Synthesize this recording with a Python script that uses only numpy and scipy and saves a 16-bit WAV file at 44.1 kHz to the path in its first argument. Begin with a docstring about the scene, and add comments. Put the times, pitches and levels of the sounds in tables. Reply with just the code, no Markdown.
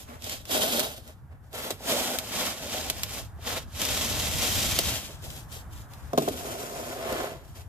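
"""A plastic snow shovel is pushed over snowy pavement in several long strokes, outdoors, close by.
Its edge catches on countless bits of grit, which hiss at the edge and drum the hollow scoop, while
snow crunches and larger stones snap. The scoop knocks on the ground now and then, and is set down
with a bounce near the end. Underneath, air and handling rumble softly over a faint distant wash."""
import sys
import numpy as np
from scipy import signal
from scipy.fft import rfft, irfft
from scipy.io import wavfile
from scipy.ndimage import uniform_filter1d, map_coordinates

SR = 44100
rng = np.random.default_rng(int(sys.argv[2]) if len(sys.argv) > 2 else 0)


def log_audio(samples):
    """Write samples as a 16-bit WAV file to the path given in sys.argv[1]."""
    # one column per channel
    frames = np.atleast_2d(samples).T
    # limit to full scale, then quantise
    limited = np.clip(frames, -1, 1)
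    pcm = np.round(limited * 32767).astype(np.int16)
    wavfile.write(sys.argv[1], SR, pcm)


N = 338688
TIME = np.arange(N) / SR

# how alike the two channels are: (frequency [Hz], correlation [0-1])
STEREO_LIKENESS = [(30, 0.3), (70, 0.45), (140, 1), (350, 0.91), (700, 0.8), (1200, 0.33), (2500, 0.6),
                   (5000, 0.49), (15000, 0)]
# tonal tilt between the microphones: (frequency [Hz], left minus right [dB])
MIC_BALANCE = [(60, 2), (250, -0.5), (1000, -0.7), (2500, 0), (5000, -1), (8000, 0.1), (13000, -2.5)]
# tone of the air and handling rumble: (frequency [Hz], level [dB])
RUMBLE_EQ = [(20, -24.5), (35, -11), (58, -2), (90, -1), (125, -7), (180, -18), (280, -22), (2000, -67.5)]
# fader ride of that rumble: (time [s], level [dB])
RUMBLE_RIDE = [(0, -44.5), (2.35, -46), (2.85, -40), (3.85, -38.5), (4.2, -33), (4.88, -31), (5, -41.5),
               (5.6, -37.5), (6.6, -44), (7.68, -41.5)]
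# tone of the distant wash: (frequency [Hz], level [dB])
WASH_EQ = [(20, -17), (65, 2), (150, 4.5), (300, -20), (800, -4.5), (1700, -10), (2150, -20.5), (4000, -33),
           (15000, -26)]
# fader ride of that wash: (time [s], level [dB])
WASH_RIDE = [(0, -59), (1.3, -60.5), (3.4, -53.5), (5.2, -51.5), (6, -51), (7.6, -56)]
# modes of the scoop: (frequency [Hz], level lying flat [dB], level on its corner [dB], 60 dB decay [s])
SCOOP_MODES = [(149, -48.5, -20, 0.3), (244.2, -9, -17, 0.13), (356, -13, -6, 0.058),
               (413, -14, -9.5, 0.11), (517, -6.5, -6.5, 0.041), (607, -5, -10.5, 0.1),
               (641.7, -5, -5, 0.08), (686, -9, 1, 0.035), (762, -3.5, -24, 0.051), (870.4, -14, -32, 0.18),
               (933, -13, -13.5, 0.036), (1039, -24, -14.5, 0.056), (1224, -37.5, -18, 0.098),
               (1500, -11, -17, 0.056)]
# how the shovel is held: (time [s], tilt [0 flat - 1 on its corner])
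SCOOP_TILT = [(5, 0.28), (6, 0.89)]
# the scoop hits the ground: (time [s], level [dB])
KNOCK_HITS = [(.803, -21), (0.98, -34.5), (1.533, -33), (1.704, -18.5), (2.899, -24), (3.388, -37),
              (3.566, -24), (4.789, -18.5), (5.093, -31), (6.132, -12.5), (6.144, -21), (6.177, -2.5),
              (6.219, -18), (6.277, -12), (6.287, -23), (6.339, -22.5), (7.125, -21)]
# stones snap from under the edge: (time [s], level [dB])
SNAP_HITS = [(.222, -27), (.243, -22), (.296, -17), (0.454, -25), (0.511, -17), (0.515, -19.5), (.787, -24),
             (.795, -7), (.802, -9), (.979, -30), (1.077, -33), (1.530, -32), (1.706, -13), (1.712, -19),
             (2.187, -9.5), (2.9, -6.5), (3.0338, -8.5), (3.817, -10.5), (3.8516, -10.5), (4.451, -17),
             (4.789, -3.5), (5.303, -25), (5.526, -31), (5.936, -31.5), (6.133, -24.5), (6.1768, -13.5),
             (6.184, -14.5), (6.224, -20.5), (6.286, -17), (7.126, -20.5)]
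# bright tone of a snapping stone: (frequency [Hz], level [dB])
SNAP_EQ = [(100, -103), (1000, -3), (2200, 4.5), (3300, 6.5), (5500, 6), (8000, 4), (11000, 0), (15000, 7)]
# ringing of the edge strip: (frequency [Hz], width [Hz], boost [dB])
EDGE_PEAKS = [(3366, 84, 3.5), (3556, 140, 1.5), (3880, 96, 5), (4050, 56, -2), (4720, 140, 0.5),
              (6630, 59, -0.5)]
# tone of the edge's rasp: (frequency [Hz], level [dB])
RASP_EQ = [(60, -48), (200, 6), (600, -9.5), (1500, -7), (2300, -1), (3200, 0.5), (4200, -1.5),
           (5600, -0.5), (7500, 0), (8700, -3.5), (11000, -2.5), (12500, 0.5), (15000, -7.5)]
# muffled tone of crushed snow: (frequency [Hz], level [dB])
CRUNCH_EQ = [(100, -31), (500, 0), (850, -1.5), (1170, -1), (1600, -4.5), (2100, -4.5), (2800, -10.5),
             (4500, -20), (12000, -60.5)]
# pan of the shovel: (time [s], edge left minus right [dB], left-channel lag of the edge [samples],
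# left-channel lag of the scoop [samples])
SHOVEL_PAN = [(0, -0.5, 13, 19), (2.3, 0.1, 3.5, 0.5), (4.6, 1, 1, 2), (5.5, 2.5, -9, -13),
              (6.2, 1.5, -18, 13.5), (7.2, 1, -18.5, 7.5)]
# light scuffs between pushes: (time at full strength [s], hold [s], rasp [dB], drum [dB], crunch [dB])
LIGHT_SCUFFS = [(0, .012, -43, -46.5, -65), (0.092, .065, -54.5, -47.5, -50),
                (1.073, 0.028, -54, -52.5, -57), (1.322, 0.012, -72, -56, -60),
                (1.445, .05, -69.5, -67, -79), (5.09, .05, -58, -53, -66), (5.243, 0.16, -45.5, -49.5, -71),
                (5.524, 0.049, -42, -49, -57), (5.727, 0.091, -51.5, -80, -68),
                (5.914, 0.25, -58.5, -75, -60), (7.448, 0.067, -59.5, -66, -72),
                (7.56, 0.051, -51.5, -55.5, -57.5)]
# pushes: (time at full strength [s], hold [s], attack [dB/s], release [dB/s], change over the hold [dB],
# rasp [dB], drum [dB], crunch [dB], sizzle over the rasp [dB], ring on bare grit over the rasp [dB])
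PUSH_STROKES = [(0.242, 0.099, 480, 237, 4, -38.5, -44, -50, -1.5, 4),
                (0.521, 0.3, 413, 120.5, -2.5, -31.5, -30.5, -38.5, 2.5, 6.5),
                (1.546, 0.17, 800, 314, -3, -40.5, -41, -41.5, 3, 5),
                (1.893, .26, 263, 133, -6, -30, -31.5, -38.5, -1.5, 1.5),
                (2.358, 0.11, 137, 132, 1, -29, -35.5, -37, -3, 1),
                (2.71, 0.14, 83, 128, 0.5, -33, -39, -46, -5, 1),
                (2.98, 0.067, 198, 200, -1, -38.5, -48, -48, -3, 1),
                (3.117, 0.087, 200, 268, -1.5, -37, -46, -49, -2.5, 0),
                (3.474, 0.1, 353, 322, 1, -33.5, -42, -38.5, -3, 3),
                (3.806, 0.46, 269, 86, -2, -29.5, -39.5, -41, -3, 1.5),
                (4.42, 0.51, 93, 100, -3.5, -27.5, -41, -42, -3, 1),
                (6.199, 0.17, 350, 100, 1.5, -42, -42.5, -51, 1, 2),
                (6.46, .44, 124, 90, -2.5, -40, -37, -46.5, -2, -3.5),
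                (7.126, 0.14, 58, 132, -4.5, -41.5, -31.5, -38, -0.5, 3.5)]


def amp(db):
    """Decibels to gain."""
    return 10 ** (np.asarray(db) / 20)


def unit(x):
    """Scales to rms 1."""
    return x / np.sqrt(np.mean(x ** 2) + 1e-20)


def curve(rows, column=1):
    """One column of a time table as a lane of automation."""
    rows = np.asarray(rows)
    return np.interp(TIME, rows[:, 0], rows[:, column])


def spectrum(points, hz):
    """Reads a table on a logarithmic frequency axis."""
    point_hz, value = np.transpose(points)
    return np.interp(np.log(hz + 1), np.log(point_hz + 1), value)


def pan_gains(db):
    """Left and right gains for a level difference."""
    return amp(np.array([[.5], [-.5]]) * db)


def pan_delay(x, lag):
    """Sound from one side reaches the far microphone a few samples later."""
    at = np.arange(N)
    return np.array([map_coordinates(ear, [at + way * lag], order=5) for ear, way in zip(x, (-.5, .5))])


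def add(mix, start_s, sound):
    """Drops a sound into the mix."""
    part = mix[..., max(round(start_s * SR), 0):][..., :sound.shape[-1]]
    part += sound[..., :part.shape[-1]]


def convolve(x, response):
    """Passes two channels through a response."""
    return signal.fftconvolve(x, np.atleast_2d(response), axes=1)[:, :N]


def equalise(x, points, peaks=(), size=4096):
    """Minimum-phase EQ of unit energy from a tone curve and resonant peaks."""
    hz = abs(np.fft.fftfreq(size, 1 / SR))
    boost_db = sum(db / (1 + (2 * (hz - centre) / width) ** 2) for centre, width, db in peaks)
    log_gain = np.log(amp(spectrum(points, hz) + boost_db))
    response = np.fft.ifft(np.exp(np.conj(signal.hilbert(log_gain)))).real[:size // 2]
    return convolve(x, response / np.linalg.norm(response))


def band(x, low_hz, high_hz):
    """Zero-phase band-pass."""
    hz = np.fft.rfftfreq(N, 1 / SR) + 1
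    return irfft(rfft(x) / (1 + (low_hz / hz) ** 8) / (1 + (hz / high_hz) ** 8), N)


def stereo(x):
    """Two unrelated signals become a microphone pair: narrow in the low mids, wide at the top."""
    likeness = spectrum(STEREO_LIKENESS, np.fft.rfftfreq(N, 1 / SR))
    mid, side = rfft(x) * np.sqrt([(1 + likeness) / 2, (1 - likeness) / 2])
    return irfft(np.array([mid + side, mid - side]), N)


def wander(rate_hz):
    """Random modulation of rms 1, rolling off above a rate."""
    hz = np.fft.rfftfreq(N, 1 / SR)
    return unit(irfft(rfft(rng.standard_normal(N)) / (1 + (hz / rate_hz) ** 4), N))


def outdoor_bed(rumble_db=-3.5, lumps_db=2):
    """Air and handling make a lumpy rumble at the microphone, over a quiet distant wash."""
    rumble = equalise(stereo(rng.standard_normal((2, N))), RUMBLE_EQ)
    rumble = unit(rumble * amp(lumps_db * wander(rate_hz=20)))
    wash = unit(equalise(stereo(rng.standard_normal((2, N))), WASH_EQ))
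    return rumble * amp(curve(RUMBLE_RIDE) + rumble_db) + wash * amp(curve(WASH_RIDE))


def ground_bounce(x, wet_db, fade_s=0.0059, taps_per_s=2000):
    """Adds brief scattered reflections from pavement and legs; the snow swallows the rest."""
    t = TIME[:SR // 15]
    taps = rng.standard_normal((2, len(t))) * (rng.random((2, len(t))) < taps_per_s / SR)
    taps *= np.exp(-t / fade_s) * (t > .001)
    return x + amp(wet_db) * convolve(x, taps / np.linalg.norm(taps, axis=1, keepdims=True))


def scoop_reflection(x, share=0.14, delay_s=.0016, sway_s=.00004):
    """The scoop's face throws the edge's sound back; as it rocks, the hiss flanges lightly."""
    late_s = TIME - delay_s - sway_s * wander(rate_hz=9)
    return x + share * np.array([map_coordinates(ear, [late_s * SR], order=3) for ear in x])


def scoop_ring(force, tilt, damping, low_cut_hz=170):
    """The plastic scoop rings in its modes, mixed by tilt; a gentle low cut keeps deep bass out of the ring."""
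    t = TIME[:SR // 3]
    hz, flat_db, corner_db, t60 = np.transpose(SCOOP_MODES)[:, :, None]
    modes = amp(-60 * damping * t / t60) * np.sin(2 * np.pi * hz * t)
    modes[1::2] *= -1  # neighbouring modes swing opposite ways, so a blow takes a moment to bloom
    low_cut = signal.butter(2, low_cut_hz, "high", fs=SR, output="sos")
    flat, corner = (signal.sosfilt(low_cut, (amp(db) * modes).sum(0)) for db in (flat_db, corner_db))
    flat, corner = flat / abs(flat).max(), corner / abs(corner).max()
    return convolve(force * (1 - tilt), flat) + convolve(force * tilt, corner)


def scoop_knocks(level_db=-4.5, contact_s=0.00017, rattle=0.034, rattle_s=0.0082, thud=0.088, thud_s=0.048):
    """A blunt blow on the corner and a short rattle ring the scoop; the shovel shudders with a thud."""
    force, shudder, t = np.zeros((2, N)), np.zeros(N), TIME[:SR // 4]
    blow = t * np.exp(-2 * t / contact_s)
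    for start_s, db in KNOCK_HITS:
        gain = amp(db + level_db)
        shake = rattle * np.exp(-t / rattle_s) * rng.standard_normal(len(t))
        add(force, start_s, gain * (blow / blow.sum() + shake))
        add(shudder, start_s, gain * thud * np.exp(-t / thud_s))
    thud_noise = unit(band(rng.standard_normal(N), low_hz=212, high_hz=492))
    return scoop_ring(force, tilt=0.94, damping=1.7) + thud_noise * uniform_filter1d(shudder, size=130)


def stone_snaps(level_db=6, splinter=0.22, splinter_s=0.0029):
    """A stone lets go with a sharp crack and a few milliseconds of splintering."""
    force, t = np.zeros((2, N)), TIME[:SR // 30]
    for start_s, db in SNAP_HITS:
        crack = splinter * np.exp(-t / splinter_s) * rng.standard_normal((2, len(t)))
        crack[:, 0] = 1  # the leading click
        add(force, start_s, amp(db + level_db) * crack)
    return equalise(force, SNAP_EQ, EDGE_PEAKS)


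def grit(per_s, spread_db, friction=1.0):
    """Tiny catches of uneven size over smooth sliding friction."""
    sizes = amp(spread_db * np.minimum(rng.exponential(1, N), 4))
    caught = rng.random(N) < per_s / SR
    grains = unit(sizes * caught * rng.standard_normal((2, N)))
    return stereo(unit(grains + friction * rng.standard_normal((2, N))))


def stroke_envelope(full_s, hold_s, attack_db_per_s=547, release_db_per_s=270, change_db=-1.5):
    """Pressure on the blade in dB: it bites, holds while leaning in or tiring, then runs out."""
    t = TIME - full_s
    lean = change_db * (np.clip(t / hold_s, 0, 1) - .5)
    return lean + attack_db_per_s * np.minimum(t, 0) - release_db_per_s * np.maximum(t - hold_s, 0)


def stroke_gains():
    """Gains of rasp, drum, crunch, sizzle and ring; overlapping pushes and scuffs add in power."""
    envelopes, levels = [], []
    for *shape, rasp, drum, crunch, sizzle, ring in PUSH_STROKES:
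        envelopes.append(stroke_envelope(*shape))
        levels.append((rasp, drum, crunch, rasp + sizzle, rasp + ring))
    for full_s, hold_s, rasp, drum, crunch in LIGHT_SCUFFS:
        envelopes.append(stroke_envelope(full_s, hold_s))
        levels.append((rasp, drum, crunch, rasp, rasp))
    return np.sqrt(amp(levels).T ** 2 @ amp(np.maximum(envelopes, -120)) ** 2)


def shovel_scrape(drum_db=-1, judder_db=1.3, chatter_db=2, flex_s=0.00072):
    """The edge sticks and slips over grit: rasp at the edge, crunch in the snow, drumming in the scoop."""
    judder = amp(judder_db * wander(rate_hz=30))
    chatter = amp(chatter_db * wander(rate_hz=280))
    load = wander(rate_hz=13)
    rasp_gain, drum_gain, crunch_gain, sizzle_gain, ring_gain = stroke_gains()
    rasp = equalise(grit(per_s=4000, spread_db=2), RASP_EQ, EDGE_PEAKS)
    rasp = unit(scoop_reflection(rasp))
    # each push boosts or cuts two bands of the rasp
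    sizzle = band(rasp, low_hz=8350, high_hz=SR) * (sizzle_gain - rasp_gain)
    ring = band(rasp, low_hz=2700, high_hz=4630) * (ring_gain - rasp_gain)
    edge = (rasp * rasp_gain + sizzle + ring) * judder
    crunch = unit(equalise(grit(per_s=900, spread_db=0, friction=0.87), CRUNCH_EQ))
    force = grit(per_s=760, spread_db=3) * chatter * judder
    drum = unit(scoop_ring(force, curve(SCOOP_TILT), damping=1))
    # the scoop flexes under the changing load, which bends its pitch by a few percent
    drum = np.array([np.interp(TIME + flex_s * load, TIME, ear) for ear in drum])
    body = crunch * judder * crunch_gain + drum * drum_gain * amp(drum_db)
    return edge, body


def scene():
    """The bright edge travels right to left; the hollow body has its own pan, over the outdoor bed."""
    edge, body = shovel_scrape()
    edge = pan_delay(edge + stone_snaps(), curve(SHOVEL_PAN, column=2)) * pan_gains(curve(SHOVEL_PAN))
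    body = pan_delay(body + scoop_knocks(), curve(SHOVEL_PAN, column=3))
    return ground_bounce(edge, wet_db=-7.5) + ground_bounce(body, wet_db=-14) + outdoor_bed()


def record(dry):
    """Each microphone's colour, then a steep high cut."""
    balance_db = spectrum(MIC_BALANCE, np.fft.rfftfreq(N, 1 / SR))
    coloured = irfft(rfft(dry) * pan_gains(balance_db), N)
    high_cut = signal.firwin(401, cutoff=14750, window=("kaiser", 9), fs=SR)
    return signal.oaconvolve(coloured, high_cut[None], "same")


dry = scene()
out = record(dry)
log_audio(out)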